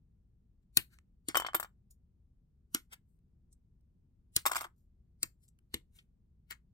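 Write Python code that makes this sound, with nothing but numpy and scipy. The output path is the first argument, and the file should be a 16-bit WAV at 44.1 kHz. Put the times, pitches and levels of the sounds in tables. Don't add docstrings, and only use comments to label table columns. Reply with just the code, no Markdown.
import sys
import numpy as np
from scipy import signal
from scipy.fft import rfft, irfft
from scipy.io import wavfile
from scipy.ndimage import uniform_filter1d

SR = 44100
rng = np.random.default_rng(int(sys.argv[2]) if len(sys.argv) > 2 else 0)


def store_pcm(level_fs):
    pcm = np.round(np.clip(level_fs, -1, 1) * 32767).astype(np.int16)
    wavfile.write(sys.argv[1], SR, np.atleast_2d(pcm).T)


N = 296793
LEN = 8192
T = np.arange(LEN) / SR

# frequency in Hz, relative level in dB.
RUMBLE_TONE = [(12, -37.5), (20, -6), (62, 0.5), (87, -6), (196, -12), (260, -19.5), (291, -27.5),
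               (326, -24.5), (444, -31), (541, -38), (588, -39.5), (1980, -53.5), (16800, -65)]
# frequency in Hz, likeness from 0 to 1.
RUMBLE_LIKENESS = [(60, .98), (130, .94), (290, .68), (640, 0.09), (1400, 0.089)]
# time in
# seconds, peak in dB, centre pitch in Hz, width in octaves, fade time in seconds. A fade time (t60) is how long
# a sound takes to fall 60 dB.
BRUSHES = [(.63, -79.5, 5830, 5.1, .05), (0.934, -54.5, 3830, 6.1, 0.17), (2.929, -39, 2540, 2.9, 0.069),
           (3.09, -76, 12500, 1.3, 1), (3.520, -68, 7000, 0.75, 0.06), (4.786, -65, 10030, 1.33, .3),
           (5.437, -60, 10020, 1.5, 0.15), (5.964, -56, 8020, 2.2, .15), (6.518, -36.5, 1524, 3.1, 0.048)]
# most are the jaw tips touching the plastic, while those at 0.987 s and 5.588 s are just faint
TICKS = [(0.987, -46, 2500, 6.6, 0.0015), (1.908, -50, 9600, 0.97, 0.081), (2.933, -37.5, 7500, 2.3, 0.032),
         (3.189, -73, 5960, 3.27, 0.0091), (3.527, -52.5, 7260, 0.77, 0.043),
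         (3.809, -75.5, 8970, 1.9, .02), (5.481, -52, 8020, 0.86, 0.069), (5.588, -59.5, 2960, 4, 0.0075),
         (5.988, -46.5, 3500, 1.2, 0.065)]
# pitch in Hz, level in dB, fade time in seconds.
FRAME_NOTES = [(322, -2.5, 0.056), (430, -5.5, 0.043), (563, -9.5, .02), (990, -5.5, 0.0057),
               (1140, 0.5, 0.015), (1340, 1, 0.02), (1520, 0, 0.027), (1840, -1, 0.024), (2170, 2, 0.023),
               (2576, -1.5, 0.017), (2917, -0.5, .015), (3260, -3.5, 0.02), (3857, -2.5, 0.012),
               (4240, -1, 0.0094), (4579, 0, 0.006), (4900, -2.5, 0.0066), (5600, 0.5, 0.0064),
               (6400, 2.5, 0.004), (7430, 1.5, 0.012), (8165, -5.5, 0.023), (8815, 1.5, 0.015),
               (9500, -8, 0.018), (9950, -7.5, .006), (11230, -2, .006), (12220, 0.5, 0.0087),
               (12970, -3.5, 0.012), (13190, 3.5, 0.0028), (13600, -2.5, 0.013), (13680, -3.5, 0.0098),
               (15000, -6.5, 0.0043), (15080, -3.5, 0.0071)]
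# time in seconds, peak in dB, brightness in dB per octave, boosted pitch in Hz,
# hollow note in dB, crack fade time in seconds, shake in dB, thump in dB, thump pitch in Hz,
# deep jolt in dB, desk ring in dB, left minus right in dB.
CUTS = [(0.771, -3.5, 1.5, 12500, -3, 0.019, -26, -31, 208.3, -43, -41.5, 4),
        (1.285, -19.5, -1.5, 6990, 3.5, 0.025, -34.5, -32, 322.4, -57, -47.5, 2),
        (2.747, -12, 0.5, 9500, 13.5, .012, -30.5, -31, 279, -59, -46.5, 0.2),
        (4.364, -6.5, 1.5, 8700, -4.5, 0.013, -31.5, -34.5, 128, -43, -57, 2),
        (5.230, -12, 2, 5600, -1, .017, -36, -46.5, 497, -57, -46, 2.5),
        (5.741, -20.5, -1, 3930, -15, .018, -41, -36.5, 258, -41.5, -38, 4),
        (6.508, -29.5, 1.5, 2210, 16, 0.013, -41, -66, 140, -69, -71.5, 6)]
# pitch in Hz, level in dB.
CRACK_TONE = [(400, -29), (1150, -35.5), (2100, -24.5), (4000, -17), (6000, -24.5), (8600, -17.5),
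              (11500, -21), (14300, -19)]
# pitch in Hz, level in dB, fade time in seconds.
DESK_NOTES = [(122, -2.5, 0.21), (152, -2.5, 0.14), (218, 0, .07), (276, 1.5, 0.073), (324, 1, 0.11),
              (472, -8.5, 0.081), (686, -9.5, 0.017), (810, -10, 0.031)]
# time in seconds, knock in dB, ring in dB,
# brightness in dB (added to the top notes, taken from the low ones).
LANDINGS = [(1.3457, -18.5, -47.5, -7), (1.3538, -13, -34, -4.5), (1.37, -13, -29, 1),
            (1.3984, -20, -39.5, -1.5), (1.4202, -24, -52, -6.5), (1.4472, -21.5, -62, -23.5),
            (1.4638, -27.5, -43.5, -12.5), (1.4853, -25.5, -65, -19), (1.5326, -33, -57.5, -5),
            (1.5448, -17, -37, -4), (1.5478, -26.5, -33.5, 9), (1.5499, -15, -42.5, 6),
            (1.5651, -46, -48, -6), (1.598, -23, -41.5, 5), (1.628, -26.5, -46.5, 0),
            (1.6456, -33, -57, -4), (4.4542, -21.5, -37, -3.5), (4.4616, -15, -27.5, 1),
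            (4.465, -19.5, -40, 2), (4.4698, -22, -35, -0.5), (4.48, -34.5, -44, 1),
            (4.496, -28.5, -50, -0.5), (4.5134, -25.5, -41.5, -2), (4.5162, -19, -37.5, -1),
            (4.532, -27, -42.5, -6), (4.5473, -31, -44, -3), (4.5561, -21, -37, -2.5),
            (4.5648, -18.5, -34.5, -3), (4.5802, -36, -45, -10), (4.5876, -38, -48, -1),
            (4.6025, -38, -52, -4), (4.6085, -29, -44, -1), (4.615, -27.5, -48, 5),
            (4.6301, -37, -56.5, -4), (4.6411, -39, -51.5, -9.5), (4.645, -30, -60, 5),
            (4.6495, -33, -61, -10)]
# group (rounds to 0 bending tone, 1 low, 2 middle, 3 top),
# pitch in Hz, level in dB, fade time in seconds.
PANEL_NOTES = [(0, 3070, 7, 0.11), (1.5, 3678, -9, 0.055), (1.02, 2100, 6.5, 0.0096),
               (2.32, 2375, -1, 0.012), (2.5, 2749, -1.5, 0.019), (1.2, 3300, 0, 0.013),
               (2.8, 3600, -5, .015), (1.15, 4490, -2.5, 0.012), (2, 5347, -7, 0.022),
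               (2.001, 6800, -9, .015), (2.001, 6070, -7.5, 0.01221), (2.001, 8000, -7, 0.03),
               (2, 7602, 3.5, 0.027), (2.001, 8000, -6, .012), (2.002, 8590, 2, .015),
               (2.002, 9500, -12, .012), (3.3, 7900, -8.5, .015), (3, 14000, -12.5, 0.0195),
               (2.998, 8500, -14, 0.025), (2.998, 11000, -11.5, 0.0098), (3.001, 12860, -1.5, .015),
               (3, 13130, 3.5, .018), (3.001, 13760, 0.5, .02), (2.999, 14200, -7.5, 0.015),
               (3.002, 13000, -6.5, .012), (3.002, 12000, -1, .018)]
# pitch in Hz, level in dB, fade time in seconds.
MAT_NOTES = [(338, -32.5, 0.061), (704, -25, .025), (810, -25.5, .025), (960, -22.5, 0.018),
             (1086, -16.5, 0.029), (1228.5, -25.5, .025), (1398, -17.5, .025), (1720, -23.5, 0.023)]

SECOND_PANEL_S = 3
KNOCK_HZ, KNOCK_S, PANEL_PAN_DB = (1233, 1146), (0.00048, 0.00069), (2.5, 1.5)
BEND_DB, LOW_DB, MID_DB, MAT_DB = (-20, -38), (-0.5, -1.5), (-0.5, 1.5), (1.5, 2.5)


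def undb(db):
    return 10 ** (np.asarray(db) / 20)


def fade(t60):
    return np.exp(-np.log(1000) * T / np.maximum(t60, 1e-4))


def peak(sound, db):
    return sound * undb(db) / np.abs(sound).max()


def ring(hz, db, t60, scatter_db, apart, size=1024):
    chance = rng.standard_normal((3, 2, len(hz), 1))
    hz, db, t60 = (np.asarray(column, float)[:, None] for column in (hz, db, t60))
    phase = np.pi * chance[0, 0] + apart * chance[1]
    t = T[:size]
    swell = undb(db - 60 * t / t60) * (1 - np.exp(-(1.7 * hz * t) ** 2))
    notes = undb(scatter_db * chance[2]) * swell * np.sin(2 * np.pi * hz * t + phase)
    return np.pad(notes.sum(axis=1), ((0, 0), (0, LEN // 2 - size)))


def grit(spread_db):
    return rng.standard_normal(LEN) * undb(spread_db * rng.exponential(size=LEN))


def through(force, body):
    return signal.fftconvolve(body, force[None], axes=1)[:, :LEN]


def look_up(table, hz):
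    table_hz, values = np.transpose(table)
    return np.interp(np.log(hz), np.log(table_hz), values)


def add(out, sound, start_s, pan_db):
    first = int(start_s * SR)
    count = min(LEN, N - first)
    out[:, first:first + count] += (sound * undb([[pan_db / 2], [-pan_db / 2]]))[:, :count]


def rumble(level_db=-65.5, waver_db=0.5):
    hz = np.maximum(np.fft.rfftfreq(N, 1 / SR), 1)
    alike = look_up(RUMBLE_LIKENESS, hz)
    step = SR // 4
    waver = uniform_filter1d(np.repeat(rng.standard_normal(N // step + 1), step), step)[:N]
    shared, side = rfft(rng.standard_normal((2, N)))
    left_right = np.array([[1], [-1]])
    spectrum = np.sqrt(1 + alike) * shared + np.sqrt(1 - alike) * side * left_right
    noise = irfft(undb(look_up(RUMBLE_TONE, hz)) * spectrum, N)
    return noise * undb(level_db + waver_db * waver + 0.75 * left_right) / np.sqrt(np.mean(noise ** 2))


def touches(rows, rise_share):
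    hz, db, t60 = np.transpose(FRAME_NOTES)
    bass_cut_db = 25 * np.maximum(np.log2(950 / hz), 0)
    out = np.zeros((2, N))
    for time_s, peak_db, centre_hz, octaves, fade_s in rows:
        rise_s = min(rise_share * fade_s, 0.033)
        lead_s = 3 * rise_s
        rising = np.exp(np.minimum(T - lead_s, 0) * 2 / rise_s)
        falling = undb(-60 * np.maximum(T - lead_s, 0) / fade_s)
        held_hz = hz * (1 + 0.028 * rng.standard_normal(len(hz)))
        note_db = db - 12 * (np.log2(hz / centre_hz) / octaves) ** 2 - bass_cut_db
        body = ring(held_hz, note_db, 0.63 * t60, scatter_db=2.4, apart=1.0)
        rub = through(grit(3.07) * rising * falling, body)
        add(out, peak(rub, peak_db), time_s - lead_s, pan_db=3)
    return out


def desk_thump(hz, t60, rise_s):
    phase = np.array([[0.355], [-0.355]])
    return np.sin(2 * np.pi * hz * T + phase) * fade(t60) * (1 - np.exp(-T / rise_s))


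def cuts(creak_s=0.045):
    hz, db, t60 = np.transpose(FRAME_NOTES)
    out = np.zeros((2, N))
    before, after = np.maximum(creak_s - T, 0), np.maximum(T - creak_s, 0)
    creak_swell = (np.exp(-before / 0.0024) + undb(-24) * np.exp(-before / 0.011)) * (before > 0)
    shake = undb(-60 * after / 0.1) * (1 - np.exp(-(after / 0.0042) ** 2))
    for (time_s, peak_db, brightness, boost_hz, hollow_db, crack_s,
         shake_db, thump_db, thump_hz, jolt_db, desk_db, pan_db) in CUTS:
        creak = undb(-22 - 0.4 * peak_db) * creak_swell
        crack = (before == 0) * (undb(-60 * after / crack_s) + 1.773 * np.exp(-after / 0.000061))
        boost_db = 8.5 * np.exp(-(np.log2(hz / boost_hz) / 0.6) ** 2)
        crack_db = look_up(CRACK_TONE, hz) + brightness * np.log2(hz / 4000) + boost_db
        hollow = hollow_db * np.exp(-(np.log2(hz / 1170) / 0.45) ** 2)
        held_hz = hz * (1 + 0.011 * rng.standard_normal(len(hz)))
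        cracked = ring(held_hz, db + crack_db + hollow, t60, scatter_db=0.95, apart=0.71)
        rattle_db = db + 0.6 * hollow - 4 * np.log2(hz / 3500) ** 2
        shaken = ring(held_hz, rattle_db, 0.36 * t60, scatter_db=0.85, apart=0.6)
        snap = peak(through(grit(2.0) * (creak + crack), cracked), peak_db)
        rattle = peak(through(grit(2.3) * shake, shaken), shake_db)
        add(out, snap + rattle, time_s - creak_s, pan_db)
        push = grit(0.98) * fade(0.016)
        desk = ring(*np.transpose(DESK_NOTES), scatter_db=2.4, apart=0.93, size=3072)
        thump = peak(desk_thump(thump_hz, t60=0.019, rise_s=0.0033), thump_db)
        jolt = peak(desk_thump(hz=70, t60=0.061, rise_s=0.0028), jolt_db)
        add(out, peak(through(push, desk), desk_db) + thump + jolt, time_s, pan_db=1.5)
    return out


def air_knock(hz, width_s):
    return sum(undb(db) * np.cos(2 * np.pi * hz * (T - at_s)) * np.exp(-((T - at_s) / width_s) ** 2)
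               for at_s, db in ((0.001, -1), (0.0027, -16)))


def clatter(group_db, mat_db):
    group, hz, db, t60 = np.transpose(PANEL_NOTES)
    force = grit(3.1) * (fade(0.023) + undb(-11.5) * fade(0.07)) * (1 - np.exp(-T / 0.00019))
    note_db = db + group_db[np.rint(group).astype(int)]
    small_hz = 1800 + 470 * (np.arange(30) + rng.uniform(size=30))
    small_db = np.interp(np.log(small_hz), np.log([3200, 7000, 12500]), group_db[1:]) - 3.5
    body = (ring(hz, note_db, t60, scatter_db=2.2, apart=0.91, size=2560)
            + ring(small_hz, small_db, np.full(30, 0.008), scatter_db=1.0, apart=0.91, size=512)
            + undb(mat_db) * ring(*np.transpose(MAT_NOTES), scatter_db=2.1, apart=0.22, size=1536))
    sound = through(force, body)
    return sound * np.sqrt(np.sum(body ** 2) / np.sum(sound ** 2))


def falling_panels():
    out = np.zeros((2, N))
    landings = np.array(LANDINGS)
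    late, soft = rng.standard_normal((len(landings), 2)).T
    delay_s, softer_db = 0.0087 * np.exp(0.3 * late), -16.5 + 3 * soft
    rebounds = landings + np.transpose([delay_s, softer_db, softer_db, np.zeros_like(soft)])
    times = landings[:, 0]
    first_landing_s = times.min(), times[times > SECOND_PANEL_S].min()
    for time_s, knock_db, ring_db, bright_db in np.vstack([landings, rebounds]):
        panel = int(time_s > SECOND_PANEL_S)
        knock_hz = KNOCK_HZ[panel] * (1 + 0.06 * rng.standard_normal())
        pan_db = PANEL_PAN_DB[panel] + 3 * rng.standard_normal()
        bend_db = knock_db + BEND_DB[panel] - 82 * (time_s - first_landing_s[panel])
        low_db = ring_db + LOW_DB[panel] - bright_db
        group_db = np.array([bend_db, low_db, ring_db + MID_DB[panel], ring_db + bright_db])
        knock = undb(knock_db) * air_knock(knock_hz, KNOCK_S[panel])
        add(out, knock + clatter(group_db, knock_db + MAT_DB[panel]), time_s, pan_db)
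    return out


def room_echo(dry, level_db=-22.5):
    noise = rng.standard_normal((2, LEN))
    low = signal.sosfilt(signal.butter(2, 3000, fs=SR, output="sos"), noise)
    tail = low * fade(0.14) + undb(-7) * (noise - low) * fade(0.15)
    early = 1 + 0.83 * fade(0.026)
    tail *= early * (1 - np.exp(-(T / 0.012) ** 2))
    tail *= undb(level_db) / np.sqrt(np.sum(tail ** 2, axis=1, keepdims=True))
    return signal.fftconvolve(tail, dry, axes=1)[:, :N]


def scene():
    desk = cuts() + falling_panels() + touches(BRUSHES, rise_share=0.19) + touches(TICKS, rise_share=0.05)
    desk[1] = np.roll(desk[1], 8)
    return desk + room_echo(desk) + rumble()


def record(dry, microphone_hz=16000, top_hz=16900):
    heard = signal.sosfilt(signal.cheby1(6, 0.5, microphone_hz, fs=SR, output="sos"), dry)
    return signal.sosfilt(signal.ellip(10, 0.2, 80, top_hz, fs=SR, output="sos"), heard)


dry = scene()
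out = record(dry)
store_pcm(out)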